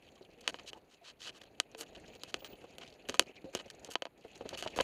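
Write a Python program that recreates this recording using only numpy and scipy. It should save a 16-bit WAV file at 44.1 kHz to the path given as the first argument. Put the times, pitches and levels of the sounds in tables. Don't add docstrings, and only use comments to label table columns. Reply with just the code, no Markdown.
import sys
import numpy as np
from scipy import signal
from scipy.fft import rfft, irfft
from scipy.io import wavfile
from scipy.ndimage import map_coordinates

SR = 44100
rng = np.random.default_rng(int(sys.argv[2]) if len(sys.argv) > 2 else 0)


def transcribe(u):
    v = np.clip(np.atleast_2d(u).T, -1, 1)
    q = np.round(v * 32767).astype(np.int16)
    wavfile.write(sys.argv[1], SR, q)


N = 213003

# start in seconds, blow level in dB, weight (bass shelf) in dB, edge (treble slope,
# in dB per quarter decade), ring of the struck part in Hz, level of the rattle it shakes loose in dB.
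KNOCKS = [(0.4773, 2.5, -6, -17.5, 9300, -43), (0.5429, -16.5, 9, -24, 920, -60.5),
          (0.7318, -26.5, 18.5, -7, 2770, -67), (1.6005, 3, -4.5, -13, 8400, -81),
          (1.7484, -21.5, 10.5, -17, 720, -91), (1.8097, -16, 0.5, -8, 7450, -50.5),
          (2.152, -33, -16, -4, 3470, -89), (2.235, -20, 12, -2, 4270, -64),
          (2.3424, -2.5, -2.5, -14.5, 367, -56), (2.4453, -13, -26, -25, 394, -49.5),
          (2.7832, -29, 20, 1, 3280, -65), (3.0956, -11.5, 15, -10, 6500, -53),
          (3.1424, -14, 7, -9.5, 1020, -47.5), (3.195, 10.5, -0.5, -10, 10000, -45),
          (3.5503, -13, 19.5, -3.5, 6160, -45), (3.8469, -19.5, -50, -7, 6300, -56),
          (3.955, -0.5, 1.5, -22, 806, -72), (4.0216, -10, 6, -15, 635, -89),
          (4.0537, -16, 9, -17.5, 805, -84.5), (4.067, -24, 9, -31, 887, -87),
          (4.2488, -39, 31, -15, 670, -79), (4.4912, -20.5, -5, -2.5, 4200, -55.5),
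          (4.625, -12, 1.5, -8, 730, -45.5), (4.788, -9.5, 21, -21, 880, -49),
          (4.8063, -10, 5, -21, 804, -65), (4.8094, -5, 4, -7, 796, -52.5)]
# time in seconds, tyre rumble in dB, grit in dB, both before fixed offsets.
ROLLING = [(0.0, -62.5, -66), (0.34, -66.5, -70.5), (0.6, -60.5, -62), (0.74, -63, -76.5), (1.03, -75, -73),
           (1.21, -67.5, -77.5), (1.4, -63.5, -69), (1.64, -67, -72), (2.0, -60, -63.5),
           (2.62, -61.5, -65.5), (3.0, -61.5, -64.5), (3.52, -65.5, -67), (3.89, -59, -63.5),
           (4.02, -78, -80.5), (4.14, -67, -73.5), (4.3, -62.5, -64), (4.69, -53, -61.5),
           (4.83, -58.5, -53.5)]


def amp(db):
    return 10 ** (np.asarray(db) / 20)


def evened(x):
    return x / np.sqrt(np.mean(x ** 2) + 1e-20)


def add(mix, s, sound):
    part = mix[max(round(s * SR), 0):][:len(sound)]
    part += sound[:len(part)]


def coloured(x, points):
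    hz, db = np.transpose(points)
    log_hz = np.log(np.fft.rfftfreq(len(x), 1 / SR) + 1)
    gain = amp(np.interp(log_hz, np.log(hz + 1), db))
    return evened(irfft(rfft(x) * gain, len(x)))


def wander(size, rate):
    at = np.arange(size) * 2 * rate / SR
    return map_coordinates(rng.standard_normal(N // 64), [at], order=2, mode="mirror")


def grains(size, per_s, spread_db):
    chance = rng.random(size)
    height = np.minimum(rng.exponential(1, size), 4)
    sign = rng.choice([-1, 1], size)
    return evened((chance < per_s / SR) * sign * amp(spread_db * height))


def housing(weight_db, edge_db, ring_hz=1000, ring_db=0, uneven_db=2, size=4096):
    # frequency in Hz, bandwidth in Hz, mode level in dB.
    modes = [(332, 75, -6.5), (522, 140, -3), (678, 63, -9), (1003, 59, -8.5), (1253, 64, -6),
             (1546, 120, -11), (1790, 500, -11), (2596, 180, -6), (3027, 334, 3.5), (3966, 260, -6),
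             (4470, 110, -2.5), (5800, 1300, -18.5), (6500, 570, -6), (7850, 9100, -14), (12000, 670, -9.5)]
    t = np.arange(size // 2) / SR
    ring = np.zeros(len(t))
    for mode_hz, width, db in modes:
        level = amp(db + uneven_db * (2 * rng.random() - 1))
        ring += level * width * np.exp(-np.pi * width * t) * np.cos(2 * np.pi * mode_hz * t)

    hz = abs(np.fft.fftfreq(size, 1 / SR)) + 1
    bass_hz, treble_hz, lowest_hz = 1040, 4630, 270
    ring_width = 0.27
    travel_s = 0.000897
    force_db = weight_db / (1 + (hz / bass_hz) ** 2)
    force_db += edge_db * np.log10(1 + (hz / treble_hz) ** 4)
    force_db += ring_db / (1 + (np.log(hz / ring_hz) / ring_width) ** 2)
    force_db -= 10 * np.log10(1 + (lowest_hz / hz) ** 4)
    causal = np.exp(np.conj(signal.hilbert(np.log(amp(force_db)))))
    spread = np.exp(-4j * np.pi * travel_s * np.sqrt(bass_hz * hz))
    response = (causal * spread)[:size // 2 + 1]
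    return irfft(rfft(ring / np.linalg.norm(ring), size) * response, size)[:size // 2]


def cluster(length, weight_db, edge_db, fade, per_s=1500, spread_db=4.5, jostle_db=4, count=3):
    size = max(int(length * SR), 64)
    shape = np.exp(-fade * np.linspace(0, 1, size)) * signal.windows.tukey(size, .1)
    forces = []
    for _ in range(count):
        contacts = grains(SR // 8, per_s, spread_db)[:size]
        forces.append(contacts * shape * amp(jostle_db * wander(size, rate=70)))
    out = 0
    for force in evened(np.array(forces)):
        out = out + signal.fftconvolve(force, housing(weight_db, edge_db, uneven_db=7.5))
    return out / np.sqrt(count)


def knocks(chatter_db=-13, skid=0.3, chatter_t60=0.026, tail_db=-28, tail_t60=0.079, ring_db=9):
    out, t = np.zeros(N), np.arange(4000) / SR
    for s, db, weight_db, edge_db, ring_hz, _ in KNOCKS:
        decay = amp(-60 * t / np.array([[chatter_t60], [tail_t60]]))
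        chatter, tail = rng.standard_normal((2, len(t))) * decay
        force = amp(chatter_db - skid * db) * chatter / np.linalg.norm(chatter)
        force += amp(tail_db) * tail / np.linalg.norm(tail)
        force[0] += 1
        force /= np.linalg.norm(force)
        add(out, s, amp(db) * signal.fftconvolve(force, housing(weight_db, edge_db, ring_hz, ring_db)))
    return out


def rattles():
    out = np.zeros(N)
    for s, *_, db in KNOCKS:
        add(out, s, amp(db) * cluster(length=0.032, weight_db=7, edge_db=-8.5, fade=0.97))
    return out


def crunches(fade=0.62):
    # start in seconds, length in seconds, force level in dB, weight (bass shelf) in dB,
    # edge (treble slope) in dB per quarter decade.
    grinds = [(0.407, 0.0096, -52, -25, -6.5), (0.434, 0.058, -55, 5, -17), (0.586, 0.017, -44.5, 1.5, -25),
              (0.756, 0.04, -71, 23, -3.5), (1.413, 0.012, -50.5, 1.5, -8.5),
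              (1.433, 0.0087, -53.5, -2, -8.5), (1.949, 0.014, -49, 4, -15), (2.811, 0.03, -47, 4, -20),
              (2.876, 0.013, -44.5, -48, -19), (3.086, 0.021, -43, 1, -4), (3.356, 0.025, -48.5, -37, -26),
              (3.533, 0.017, -55.5, 14, -5), (3.588, 0.0274, -47.5, 9.5, -12), (3.7, 0.013, -43, -21, -8),
              (3.901, 0.044, -48.5, -3, -2.5), (4.354, 0.0065, -45.5, -17, -12.5),
              (4.53, 0.025, -40.5, -8, -17.5), (4.573, 0.044, -44, -6, -3.5),
              (4.674, 0.0096, -33, -18, -20.5), (4.76, 0.025, -44.5, 15.5, -3),
              (4.799, 0.014, -33, 14.5, -31)]
    out = np.zeros(N)
    for s, length, db, weight_db, edge_db in grinds:
        add(out, s, amp(db) * cluster(length, weight_db, edge_db, fade))
    return out


def thumps(level_db=-3, pitch_spread=.06):
    # start in seconds, level in dB (the swing adds level_db, the scuff scuff_db), pitch in Hz.
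    landings = [(0.21, -35, 400), (2.422, -33.5, 523), (2.642, -31, 513), (3.092, -20.5, 382),
                (3.21, -28.5, 384), (3.294, -35.5, 425), (3.443, -27, 298), (3.55, -25, 374),
                (3.888, -29, 490), (4.249, -31.5, 424), (4.409, -24, 522), (4.455, -24.5, 413),
                (4.529, -24, 582), (4.662, -18, 613), (4.764, -39, 444), (4.777, -34, 53),
                (4.787, -26, 540), (4.803, -23.5, 610)]
    cycles = 14
    rebound_s, rebound_db = .011, -9.5
    scuff_db = -33.5
    modes = [(.2, -13), (.7, -9), (1, -2), (1.42, -8), (2.1, -18)]  # (ratio to the pitch, dB)
    out, t = np.zeros(N), np.arange(5000) / SR
    for s, db, hz in landings:
        soft_onset = 1 - np.exp(-t * hz * 2)
        swing = amp(db + level_db - 60 * t * hz / cycles) * soft_onset
        for delay, blow_db in [(0, 0), (rebound_s, rebound_db)]:
            ring = np.zeros(len(t))
            for ratio, mode_db in modes:
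                mode_hz = hz * ratio * (1 + pitch_spread * rng.uniform(-1, 1))
                ring += amp(mode_db) * np.cos(2 * np.pi * mode_hz * t)
            add(out, s + delay, amp(blow_db) * swing * ring)
        scuff = cluster(length=0.018, weight_db=15, edge_db=-13.5, fade=0.96)
        add(out, s, amp(db + scuff_db) * scuff)
    return out


def swishes(per_s=5000, catch_db=2.0, level_db=1, hollow_hz=2200, hollow_db=-4):
    # start in seconds, length in seconds, force level in dB before level_db,
    # weight (bass shelf) in dB, edge (treble slope) in dB per quarter decade.
    strokes = [(0.653, 0.058, -44, -32, -12), (0.883, 0.083, -62, -6, -11.5),
               (1.019, 0.11, -48.5, -12, -17), (1.183, 0.085, -44, -26, -15),
               (1.236, 0.077, -43, -7, -13.5), (1.326, 0.071, -59.5, 9, -8.5), (1.77, 0.062, -50, 3, 1),
               (2.263, 0.057, -55.5, 2, -8.5)]
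    lateness = 1.73
    out = np.zeros(N)
    for s, length, db, weight_db, edge_db in strokes:
        u = np.linspace(0, 1, max(int(length * SR), 64))
        swell = np.sqrt(abs(np.sin(np.pi * u ** lateness))) * signal.windows.tukey(len(u), .6)
        slips = grains(SR, per_s, spread_db=0.0)[:len(u)]
        catching = amp(catch_db * wander(len(u), rate=172.0))
        force = evened(slips * swell * catching)
        response = housing(weight_db, edge_db, hollow_hz, hollow_db, uneven_db=3)
        add(out, s, amp(db + level_db) * signal.fftconvolve(force, response))
    return out


def stick_slip(notes, waver, waver_hz, flutter_db, rise_per_s=0):
    out = np.zeros(N)
    for s, length, hz, db in notes:
        size = int(length * SR)
        climb = rise_per_s * (np.arange(size) / SR - length / 2)
        turns = np.cumsum(hz * (1 + climb + waver * wander(size, waver_hz))) / SR
        flutter = amp(flutter_db * wander(size, waver_hz))
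        tone = np.sin(2 * np.pi * turns) * flutter * signal.windows.tukey(size, .5)
        add(out, s, amp(db) * evened(tone))
    return out


def moans():
    # start in seconds, length in seconds, middle pitch in Hz, rms dB ahead of the microphone.
    notes = [(.35, 0.15, 490, -64), (1.72, 0.14, 451, -58.5), (3.445, 0.061, 531, -52.5)]
    return stick_slip(notes, waver=.025, waver_hz=300, flutter_db=2.5, rise_per_s=.6)


def singing():
    # start in seconds, length in seconds, pitch in Hz, rms dB ahead of the microphone.
    notes = [(2.09, 0.13, 15000, -71), (2.37, 0.2, 15060, -53)]
    return stick_slip(notes, waver=.007, waver_hz=150, flutter_db=4.0)


def squeaks():
    # start in seconds, length in seconds, pitch in Hz, rms dB ahead of the microphone.
    notes = [(0.162, 0.03, 1100, -72.5), (0.742, 0.042, 896, -61), (1.01, 0.035, 703, -63),
             (3.26, 0.053, 2490, -62), (3.365, 0.027, 2420, -59.5)]
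    return stick_slip(notes, waver=.08, waver_hz=400, flutter_db=3)


def rolling(rumble_db=2.0, grit_db=-2, lumps_db=3.0, clumps_db=2, patch_db=4.5):
    # frequency in Hz, relative level in dB per Hz.
    rumble_spectrum = [(15, -27.5), (35, -0.5), (90, -4.5), (200, -2.5), (400, 0), (560, -1.5), (750, -4),
                       (1100, -20.5), (2000, -22), (4000, -70.5)]
    # frequency in Hz, relative level in dB per Hz.
    grit_spectrum = [(600, -29.5), (1000, -19.5), (1800, -5.5), (2600, 6), (3100, -3), (3600, -7),
                     (4300, -3.5), (5400, -22.5), (6800, -5.5), (8000, -26.5), (11000, -19.5),
                     (15000, -28.5)]
    s, rumble_level, grit_level = np.transpose(ROLLING)
    t = np.arange(N) / SR
    lumps = wander(N, rate=34)
    rumble = coloured(rng.standard_normal(N) * amp(lumps_db * lumps), rumble_spectrum)

    edges, stones = np.geomspace(700, 16000, 11), np.zeros(N)
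    for band in zip(edges, edges[1:]):
        clicks = grains(N, per_s=2500, spread_db=4.0) * amp(patch_db * wander(N, rate=23))
        stones += signal.sosfilt(signal.butter(2, band, "band", fs=SR, output="sos"), clicks)
    clumps = wander(N, rate=30) + .5 * lumps
    grit = coloured(stones * amp(clumps_db * clumps), grit_spectrum)

    rumble_gain = amp(rumble_db + np.interp(t, s, rumble_level))
    grit_gain = amp(grit_db + np.interp(t, s, grit_level))
    return rumble * rumble_gain + grit * grit_gain


def pebbles(weight_db=6, edge_db=-5):
    per_s, low_hz, high_hz = 60, 1700, 7500
    loudest_db, spread_db = 25, 9
    ring_db, skitter_t60 = 14, .035
    out, t = np.zeros(N), np.arange(1500) / SR
    times, _, grit_level = np.transpose(ROLLING)
    for when, heft, pitch in rng.random((int(per_s * N / SR), 3)):
        s = when * N / SR
        hz = low_hz * (high_hz / low_hz) ** pitch
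        force = rng.standard_normal(len(t)) * amp(-60 * t / skitter_t60)
        db = np.interp(s, times, grit_level) + loudest_db + spread_db * (heft ** 2 - 1)
        ring = housing(weight_db, edge_db, hz, ring_db, uneven_db=6)
        add(out, s, amp(db) * signal.fftconvolve(force / np.linalg.norm(force), ring))
    return out


def air(level_db=-73):
    spectrum = [(30, -3.5), (150, -2.0), (700, -6), (2000, -12.5), (7000, -32.0), (14000, -15.5)]  # (Hz, dB)
    return amp(level_db) * coloured(rng.standard_normal(N), spectrum)


def scene():
    blows = knocks() + rattles() + crunches() + thumps()
    tones = moans() + singing() + squeaks()
    bed = rolling() + pebbles() + air()
    return (blows + swishes() + tones + bed)[None]


def record(dry, low_cut_hz=40, dull_hz=11500, edge_hz=15800):
    thin = signal.sosfilt(signal.butter(1, low_cut_hz, "high", fs=SR, output="sos"), dry)
    dull = signal.sosfilt(signal.butter(3, dull_hz, fs=SR, output="sos"), thin)
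    band_limit = signal.firwin(255, edge_hz, window=("kaiser", 9), fs=SR)
    return signal.oaconvolve(dull, band_limit[None], "same")


dry = scene()
out = record(dry)
transcribe(out)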